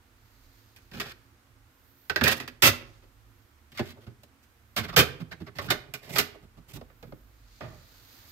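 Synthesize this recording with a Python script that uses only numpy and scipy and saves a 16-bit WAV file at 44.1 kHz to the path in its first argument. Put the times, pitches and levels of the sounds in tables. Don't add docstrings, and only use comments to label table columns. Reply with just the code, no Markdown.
import sys
import numpy as np
from scipy import signal
from scipy.fft import rfft, irfft, next_fast_len
from scipy.io import wavfile
from scipy.ndimage import uniform_filter1d

SR = 44100
rng = np.random.default_rng(int(sys.argv[2]) if len(sys.argv) > 2 else 0)


def wrap_up_sound(samples):
    columns = np.atleast_2d(samples).T
    tamed = np.clip(columns, -1, 1)
    steps = np.round(tamed * 32767).astype(np.int16)
    wavfile.write(sys.argv[1], SR, steps)


N = 366471

# start in seconds, ring band level in dB, boom, body and treble in dB
# against the ring band, favoured boom and ring frequencies in Hz.
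PUSHES = [(2.3137, -28, -14, -6.5, -8, 248, 2660), (2.3647, -51, 1.5, -.5, -1, 132, 1790),
          (3.0243, -65.5, -1.5, 6, -16, 92.8, 1290), (3.9685, -73, 6, 20, -7.5, 253, 1500),
          (4.4298, -76, -14, -7.5, 7, 62.3, 1420), (4.8346, -40, -3, -4.5, -15, 230, 2880),
          (4.8846, -40, -3, -5, -20, 140, 1240), (5.2022, -51, 17, 1, -15, 131, 1190),
          (5.3148, -40.5, -7.5, -9, -22.5, 133, 1570), (5.4035, -54.5, 18.5, 7, -17, 161, 1800),
          (5.467, -49, -0.5, 2.5, -22.5, 122, 1130), (5.88, -73, 22, 14.5, -14, 132, 1080),
          (6.094, -50.5, 9.5, 5, -4, 132, 1290), (6.159, -29, -15, -5.5, -11, 109, 2310),
          (6.3414, -67, -12, 17, -8, 299, 1180), (6.4282, -71.5, 19, 11, -5, 143.4, 1620),
          (6.572, -67, 17, 10, -9, 131.4, 1200), (6.7608, -59, 18.5, 8.5, -15.5, 135, 1130),
          (7.0693, -71, 23, -2, -8.5, 140, 1390)]
# as PUSHES, then fade in ms.
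TAPS = [(0.763, -59, -2.5, -8, -1, 108, 2900, 190), (0.9152, -52.5, 3.5, -4, -13, 206, 1810, 82),
        (1.0004, -32.5, -16, -7.5, -10, 76, 3040, 193), (1.0598, -58, 12, 8.5, -15, 80.6, 1630, 63),
        (2.098, -25.5, -17, -10, -22, 223, 1700, 85), (2.161, -21.5, -23.5, -11, -22, 215, 1560, 128),
        (2.2122, -23.5, -1.5, -7, -26.5, 239, 1620, 86), (2.2393, -25, -1.5, -2, -5, 126.6, 1680, 180),
        (2.2671, -18.5, -10.5, -11, -51, 146.7, 1950, 79), (2.279, -23.5, -14, -7, -6, 169.4, 1964, 120),
        (2.4014, -37, -6, -6.5, -12, 250.4, 1810, 195), (2.4784, -40, -14, -8.5, -11, 246.6, 1940, 83),
        (3.7198, -57.5, 3, -6.5, -6, 81.9, 2230, 104), (3.7942, -33, 6, 5.5, -18.5, 100.7, 2030, 104),
        (4.0672, -57.5, 18.5, 5.5, -13, 104, 2140, 185), (4.2344, -61.5, 0, 5.5, 3, 233, 4200, 94),
        (5.5867, -32.5, -7.5, -4.5, -19.5, 111, 1230, 116), (5.9388, -40, -7.5, -5.5, -1.5, 260, 2570, 140),
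        (6.8129, -55, 3, 12, -14.5, 483, 1223, 52), (6.9002, -59.5, -14, 0, -31.5, 61.5, 1200, 86),
        (7.0283, -53.5, 5.5, 9, -10, 470, 1480, 113), (7.1232, -53, 11.5, 12.5, -27.5, 470, 1470, 58),
        (7.608, -43, 3, 3, -25, 99.4, 2100, 520)]
# as PUSHES, then hold in ms.
CLATTERS_AND_SNAPS = [(2.621, -18.5, -7, -5, -5, 111.6, 2600, 56),
                      (4.762, -29.5, -3.5, -5, -9, 102.5, 2326, 22),
                      (4.962, -17.5, -4, -2, -7.5, 471, 2760, 36),
                      (5.702, -23, -11.5, -5.5, -9.5, 235, 1500, 2.8),
                      (6.182, -24.5, -13.5, -5, -2.5, 122.4, 2180, 5.5)]
# as PUSHES, then swell in ms, hold in ms.
SCRAPES = [(0.921, -46, 6, -1, -14, 217, 1460, 16.5, 57), (1.039, -47, -15, -7.5, -12.5, 76, 3200, 21, 63),
           (2.23, -23.5, -20.5, -12, -18, 142, 1970, 9.7, 71),
           (3.725, -52.5, 1, -7.5, -13, 100, 2100, 28, 97),
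           (3.769, -38.5, -20, -24, -12, 99.3, 2130, 6.8, 25),
           (3.839, -52.5, -1.5, -15, -7, 99.8, 3700, 21.5, 64),
           (3.99, -64.5, -7.5, 0, -9, 100, 3290, 24, 36),
           (4.909, -42.5, 2.5, -1.5, -21.5, 101, 1140, 32, 5),
           (5.547, -50.5, 5, 0.5, -12, 130, 1950, 15, 41),
           (5.606, -51, 9.5, 5.5, -4.5, 117.5, 5000, 12.5, 57),
           (5.672, -36.5, 1.5, -19, -27.5, 135, 1420, 18.5, 10),
           (6.011, -54, 2, 3.5, -9, 120, 1980, 22, 74), (6.099, -46, 8.5, 2, -1, 116.4, 2040, 39, 30),
           (6.673, -62, 5, 3, 1.5, 140, 3000, 17.5, 32), (6.727, -56, 14.5, 1.5, 2.5, 142, 3540, 11, 35.5)]
# frequency in Hz, gain in dB, t60 in seconds before limiting.
PLATE_MODES = [(517, -0.5, .06), (631, 0, .08), (1310, -7, 0.12), (1584, 4, 0.016), (1907, 1, 0.038),
               (1970, -10.5, .08), (2562, -4, 0.092), (2840, -13.5, .05), (3400, -20, .07),
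               (4120, -7, 0.047), (4600, -21.5, 0.15), (6000, -14, 0.043), (6500, -17, .05)]
CUP_MODES = [(594, -10, 0.074), (1149, 3, 0.088), (1502, 1.5, 0.012), (1805, 6.5, 0.09), (2076, -2, 0.013),
             (2490, 0.5, 0.069), (2864, -14, 0.09), (3140, -0.5, 0.048), (3830, -9.5, 0.048),
             (4010, -4, .03), (5000, -18.5, 0.09), (6100, -12, .03)]
TUB_MODES = [(82.1, 0.014, 0.59), (104.8, 0.0054, 0.087), (130.2, 0.0061, 0.05), (199.4, 0.0064, 0.032),
             (241.1, 0, 0.15), (322.5, 0.019, 0.078), (396, 0.0033, 0.08), (475, 0.043, 0.03)]
# frequency in Hz, t60 in seconds before limiting.
TUB_TAIL_T60 = [(60, 1.9), (160, 0.54), (420, 0.64), (1100, 0.44), (2910, 0.4), (7680, 0.24)]
# time in seconds, left minus right in dB.
HAND_PAN = [(0.8, -4), (2.0, -9), (3.0, -5.5), (3.7, -3.5), (4.0, -5), (4.7, -6.5), (5.7, -7), (6.1, -8),
            (7.6, -5.5)]
BANDS_HZ = [(65, 300), (300, 820), (1080, 2400), (2400, 5200), (5200, 18000)]
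BAND_PAN_DB = [1, 2.5, 1, 2.5, -4.5]
BAND_EXTRA_DECAY = [0.01, 0.05, .2, .45, .7]
# peak time in seconds, Gaussian sigma in seconds, broad noise in dB, crisp top in dB.
RUSTLE_SWELLS = [(.42, 0.23, -71, -72.5), (.95, .3, -73, -76), (1.995, 0.16, -73, -64.5),
                 (2.92, 0.078, -68, -86), (3.35, 0.26, -79, -77), (4.724, 0.22, -85, -73),
                 (7.097, 0.19, -90, -70.5), (7.656, 0.19, -63.5, -73.5), (8.28, 0.27, -59, -60)]
# frequency in Hz, relative density in dB.
RUSTLE_SPECTRUM = [(700, -39), (1300, -14.5), (2000, -6.5), (2900, -9), (3900, -3.5), (4600, -2.5),
                   (5300, -6.5), (5900, -11.5), (6450, -6), (7100, -13), (9500, -23), (10500, -19.5),
                   (13000, -38.5)]
HISS_SPECTRUM = [(15, -43), (25, -19), (120, -8), (149, -26), (249, -17.5), (317, -21.5), (344, -18.5),
                 (394, -28), (476, -20.5), (516, -25.5), (1400, -22.5), (3620, -31.5), (11600, -38.5),
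                 (13200, -33), (16000, -44.5)]
# centre in Hz, width in Hz, relative level in dB.
DRONE_BANDS = [(107.3, 5, 0), (221.4, 6.5, -12), (352, 5, -14), (270, 13, -7.5), (75.5, 11, -2.5)]
# time in seconds, hiss lift in dB.
HISS_LIFT = [(0, 1.6), (7.6, 2), (8.0, 5.5), (8.31, 7)]
# time in seconds, level in dB.
GRIP_LEVELS = [(0.0, -69), (0.5, -59), (0.75, -83), (1.3, -78), (1.6, -66.5), (1.96, -78.5), (2.55, -69.5),
               (3.0, -60.5), (4.55, -79), (5.4, -76.5), (6.06, -75), (6.25, -61), (7.5, -58.5), (8.31, -68)]
# peak time in seconds, level in dB.
RUMBLE_SWELLS = [(.97, -54), (2.25, -64), (2.7, -56.5), (4.8, -65.5), (4.98, -51), (5.741, -54)]
# frequency in Hz, coherence from 0 to 1.
COHERENCE = [(60, .95), (130, 0.87), (290, 0.9), (640, 0.6), (1400, 0.02), (16000, 0.03)]
# frequency in Hz, left minus right in dB.
BACKGROUND_PAN = [(60, -3), (110, -7.5), (200, 0), (380, -8), (700, -2), (1290, -6), (2380, -3.5),
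                  (4400, -2), (8120, 2), (15000, -2.5)]
RUSTLE_PAN = [(60, -1), (110, 2), (200, -10.5), (380, 3.5), (700, -5.5), (1290, 0.5), (2380, 1), (4400, -1),
              (8120, -7.5), (15000, -14.5)]

DUCT_HZ, DUCT_WIDTH_HZ = 13400, 2800
CUP_FROM_S, PLATE_MAX_T60_S, CUP_MAX_T60_S = 3.4, .026, .022
LEAD_MS, LEFT_LAG_MS = 1.5, 0.12
SPAN = 1 << 14
SPAN_MS, SPAN_HZ = np.arange(SPAN) * 1000 / SR, np.arange(SPAN // 2 + 1) * SR / SPAN
TIME_S = np.arange(N) / SR


def undb(db):
    return 10 ** (np.asarray(db, float) / 20)


def at_hz(table, hz):
    points_hz, values = np.transpose(table)
    return np.interp(np.log(np.maximum(hz, 1)), np.log(points_hz), values)


def curve_db(table):
    s, db = np.transpose(table)
    return np.interp(TIME_S, np.r_[s[0] - .15, s, s[-1] + .15], np.r_[-95, db, -95])


def wander(rate_hz):
    hold = int(SR / rate_hz)
    steps = np.repeat(rng.standard_normal(N // hold + 1), hold)
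    smooth = uniform_filter1d(uniform_filter1d(steps, hold), hold)[:N]
    return smooth / smooth.std()


def resonance(centre_hz, width_hz, hz):
    return 1j * hz * width_hz / (centre_hz ** 2 - hz ** 2 + 1j * hz * width_hz)


def stereo(spectra, hz, min_coherence=0):
    left, other = spectra
    alike = np.clip(at_hz(COHERENCE, hz), min_coherence, 1)
    return np.array([left, alike * left + np.sqrt(1 - alike ** 2) * other])


def noise(gain_at_hz, pan_table):
    size = next_fast_len(N)
    hz = np.arange(size // 2 + 1) * SR / size
    spectra = rfft(rng.standard_normal((2, size))) * gain_at_hz(hz)
    pan = undb(np.outer([.5, -.5], at_hz(pan_table, hz)))
    sound = irfft(stereo(spectra, hz) * pan, size)[:, :N]
    return sound / np.sqrt(np.mean(sound ** 2))


def kitchen():
    def drone_gain(hz):
        return np.sqrt(sum(undb(2 * db) / width_hz * abs(resonance(centre_hz, width_hz, hz)) ** 4
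                           for centre_hz, width_hz, db in DRONE_BANDS))

    lift_db = curve_db(HISS_LIFT)
    hiss_db = -64.5 + lift_db + 0.26 * wander(0.41)
    hiss = undb(hiss_db) * noise(lambda hz: undb(at_hz(HISS_SPECTRUM, hz)), BACKGROUND_PAN)
    drone = undb(-63 - 0.84 * lift_db) * noise(drone_gain, BACKGROUND_PAN)
    return hiss + drone


def low_rumble(rise_db_per_s=130.5, fall_db_per_s=77.5):
    peak_s, peak_db = np.transpose(RUMBLE_SWELLS)[:, :, None]
    since_s = TIME_S - peak_s
    swells = undb(peak_db + np.minimum(rise_db_per_s * since_s, -fall_db_per_s * since_s)).sum(axis=0)
    rumble = noise(lambda hz: np.exp(-((hz - 46) / 14) ** 2), BACKGROUND_PAN)
    return (undb(curve_db(GRIP_LEVELS)) + swells) * rumble


def rustle():
    peak_s, sigma_s, broad_db, crisp_db = np.transpose(RUSTLE_SWELLS)[:, :, None]
    swells = np.exp(-.5 * ((TIME_S - peak_s) / sigma_s) ** 2)
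    broad_gain, crisp_gain = (np.sum(undb(db) * swells, axis=0) for db in (broad_db, crisp_db))
    broad = noise(lambda hz: undb(at_hz(RUSTLE_SPECTRUM, hz)), RUSTLE_PAN)
    crisp = noise(lambda hz: resonance(DUCT_HZ, DUCT_WIDTH_HZ, hz) ** 2, RUSTLE_PAN)
    flicker = undb(wander(21) + 1.2 * wander(300))
    return flicker * (broad_gain * broad + crisp_gain * crisp)


def duct(sound):
    b, a = signal.iirpeak(DUCT_HZ, DUCT_HZ / DUCT_WIDTH_HZ, fs=SR)
    band = signal.lfilter(b, a, signal.lfilter(b, a, sound[1]))
    return sound + np.outer([0, 1], undb(6.5) * band)


def tub_tail(sound, level_db=-15, onset_s=0.004):
    t, tail = np.arange(2 * SPAN) / SR, 0
    for hz in 70 * 2 ** np.arange(0, 8, .5):
        sos = signal.butter(1, (hz / 2 ** .25, hz * 2 ** .25), "bandpass", fs=SR, output="sos")
        band = signal.sosfilt(sos, rng.standard_normal((2, 2 * SPAN)))
        fade = undb(-60 * t / np.clip(at_hz(TUB_TAIL_T60, hz), .05, 1.2))
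        tail = tail + band * fade / np.sqrt(np.sum(fade ** 2))
    tail = tail * np.minimum(t / onset_s, 1) / np.sqrt(np.sum(tail ** 2) / 2)
    tail = irfft(stereo(rfft(tail), np.arange(SPAN + 1) * SR / (2 * SPAN)))
    return undb(level_db) * signal.fftconvolve(sound, tail, axes=1)[:, :N]


def contact_force(swell_ms, fade_db, grit_db, snap, click):
    envelope = np.minimum(SPAN_MS / swell_ms, 1) ** 2 * undb(fade_db)
    envelope *= 1 + snap * np.exp(-np.abs(SPAN_MS - swell_ms) / 1.4)
    grit = undb(grit_db * uniform_filter1d(rng.standard_normal(SPAN), size=36) * 6)
    force = envelope * grit * rng.standard_normal((2, SPAN))
    force[:, int(swell_ms * SR / 1000)] += click
    return force


def part_response(start_s, boom_hz, ring_hz, ring_favour_db):
    part, max_t60_s = (CUP_MODES, CUP_MAX_T60_S) if start_s > CUP_FROM_S else (PLATE_MODES, PLATE_MAX_T60_S)
    damped = [(hz, db, min(t60_s, max_t60_s)) for hz, db, t60_s in part]
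    mode_hz, mode_db, t60_s = np.vstack([TUB_MODES, damped]).T
    count = len(mode_hz)
    width_hz = np.log(1000) / np.pi / np.clip(t60_s, .015, .4)
    bent_hz = mode_hz * (1 + .03 * rng.standard_normal(count))
    favour_db = (10 * np.exp(-(np.log(mode_hz / boom_hz) / .13) ** 2)
                 + ring_favour_db * np.exp(-(np.log(mode_hz / ring_hz) / .15) ** 2))
    gains = undb(6 + mode_db + favour_db + 2 * rng.standard_normal(count)) * (-1) ** np.arange(count)
    return 1 + gains @ resonance(bent_hz[:, None], width_hz[:, None], SPAN_HZ)


def contacts(rows, swell_ms, hold_ms, fade_ms, grit_db, snap=0, click=0, early_share=0, ring_favour_db=6):
    out = np.zeros((2, N + SPAN))
    filters = [signal.butter(3, edges, "bandpass", fs=SR, output="sos") for edges in BANDS_HZ]
    bands = np.array([signal.sosfreqz(sos, SPAN_HZ, fs=SR)[1] for sos in filters])
    bands /= 1 + 1j * SPAN_HZ / 3500
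    lag = np.exp(-2j * np.pi * np.outer([LEFT_LAG_MS / 1000, 0], SPAN_HZ))
    pans_db = np.interp(rows[:, 0], *np.transpose(HAND_PAN))
    for row, (swell, hold, fade, pan_db) in zip(rows, np.broadcast(swell_ms, hold_ms, fade_ms, pans_db)):
        start_s, ring_db, boom_db, body_db, treble_db, boom_hz, ring_hz = row[:7]
        fade_db = -60 * np.maximum(SPAN_MS - swell - hold, 0) / fade
        force = contact_force(swell, fade_db, grit_db, snap, click)
        drive = stereo(rfft(force), SPAN_HZ, min_coherence=0.27) * lag
        response = part_response(start_s, boom_hz, ring_hz, ring_favour_db)
        banded = irfft((drive * response)[:, None] * bands, SPAN)
        banded *= undb(np.outer(BAND_EXTRA_DECAY, fade_db))
        power = uniform_filter1d(banded[..., :SPAN // 2] ** 2, size=500)
        banded /= np.sqrt(power.max(axis=2, keepdims=True))
        edge_db = 6 + .45 * treble_db
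        band_db = ring_db + np.array([boom_db, body_db, 0, edge_db, treble_db])
        port_db = np.outer([.5, -.5], pan_db + np.array(BAND_PAN_DB))
        at = int((start_s - (LEAD_MS + early_share * swell) / 1000) * SR)
        out[:, at:at + SPAN] += np.einsum("cb,cbt->ct", undb(band_db + port_db), banded)
    return out[:, :N]


def pushes():
    return contacts(np.array(PUSHES), swell_ms=9.8, hold_ms=15, fade_ms=79, grit_db=1.5, early_share=.7)


def scrapes():
    rows = np.array(SCRAPES)
    return contacts(rows, swell_ms=rows[:, 7], hold_ms=rows[:, 8], fade_ms=46, grit_db=3.5,
                    ring_favour_db=10.5)


def clatters_and_snaps():
    rows = np.array(CLATTERS_AND_SNAPS)
    return contacts(rows, swell_ms=4, hold_ms=rows[:, 7], fade_ms=154, grit_db=-0.5, snap=.3,
                    ring_favour_db=2)


def taps():
    rows = np.array(TAPS)
    return contacts(rows, swell_ms=.55, hold_ms=4.2, fade_ms=rows[:, 7], grit_db=3, snap=0.48, click=6.4)


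def scene():
    groups = (taps(), pushes(), clatters_and_snaps() + scrapes())
    handling = sum(group + tub_tail(group) for group in groups)
    return duct(handling) + rustle() + kitchen() + low_rumble()


def record(dry, ceiling=1.3, cutoff_hz=15750):
    lowpass = signal.ellip(10, .2, 60, cutoff_hz, fs=SR, output="sos")
    return signal.sosfilt(lowpass, ceiling * np.tanh(dry / ceiling))


dry = scene()
out = record(dry)
wrap_up_sound(out)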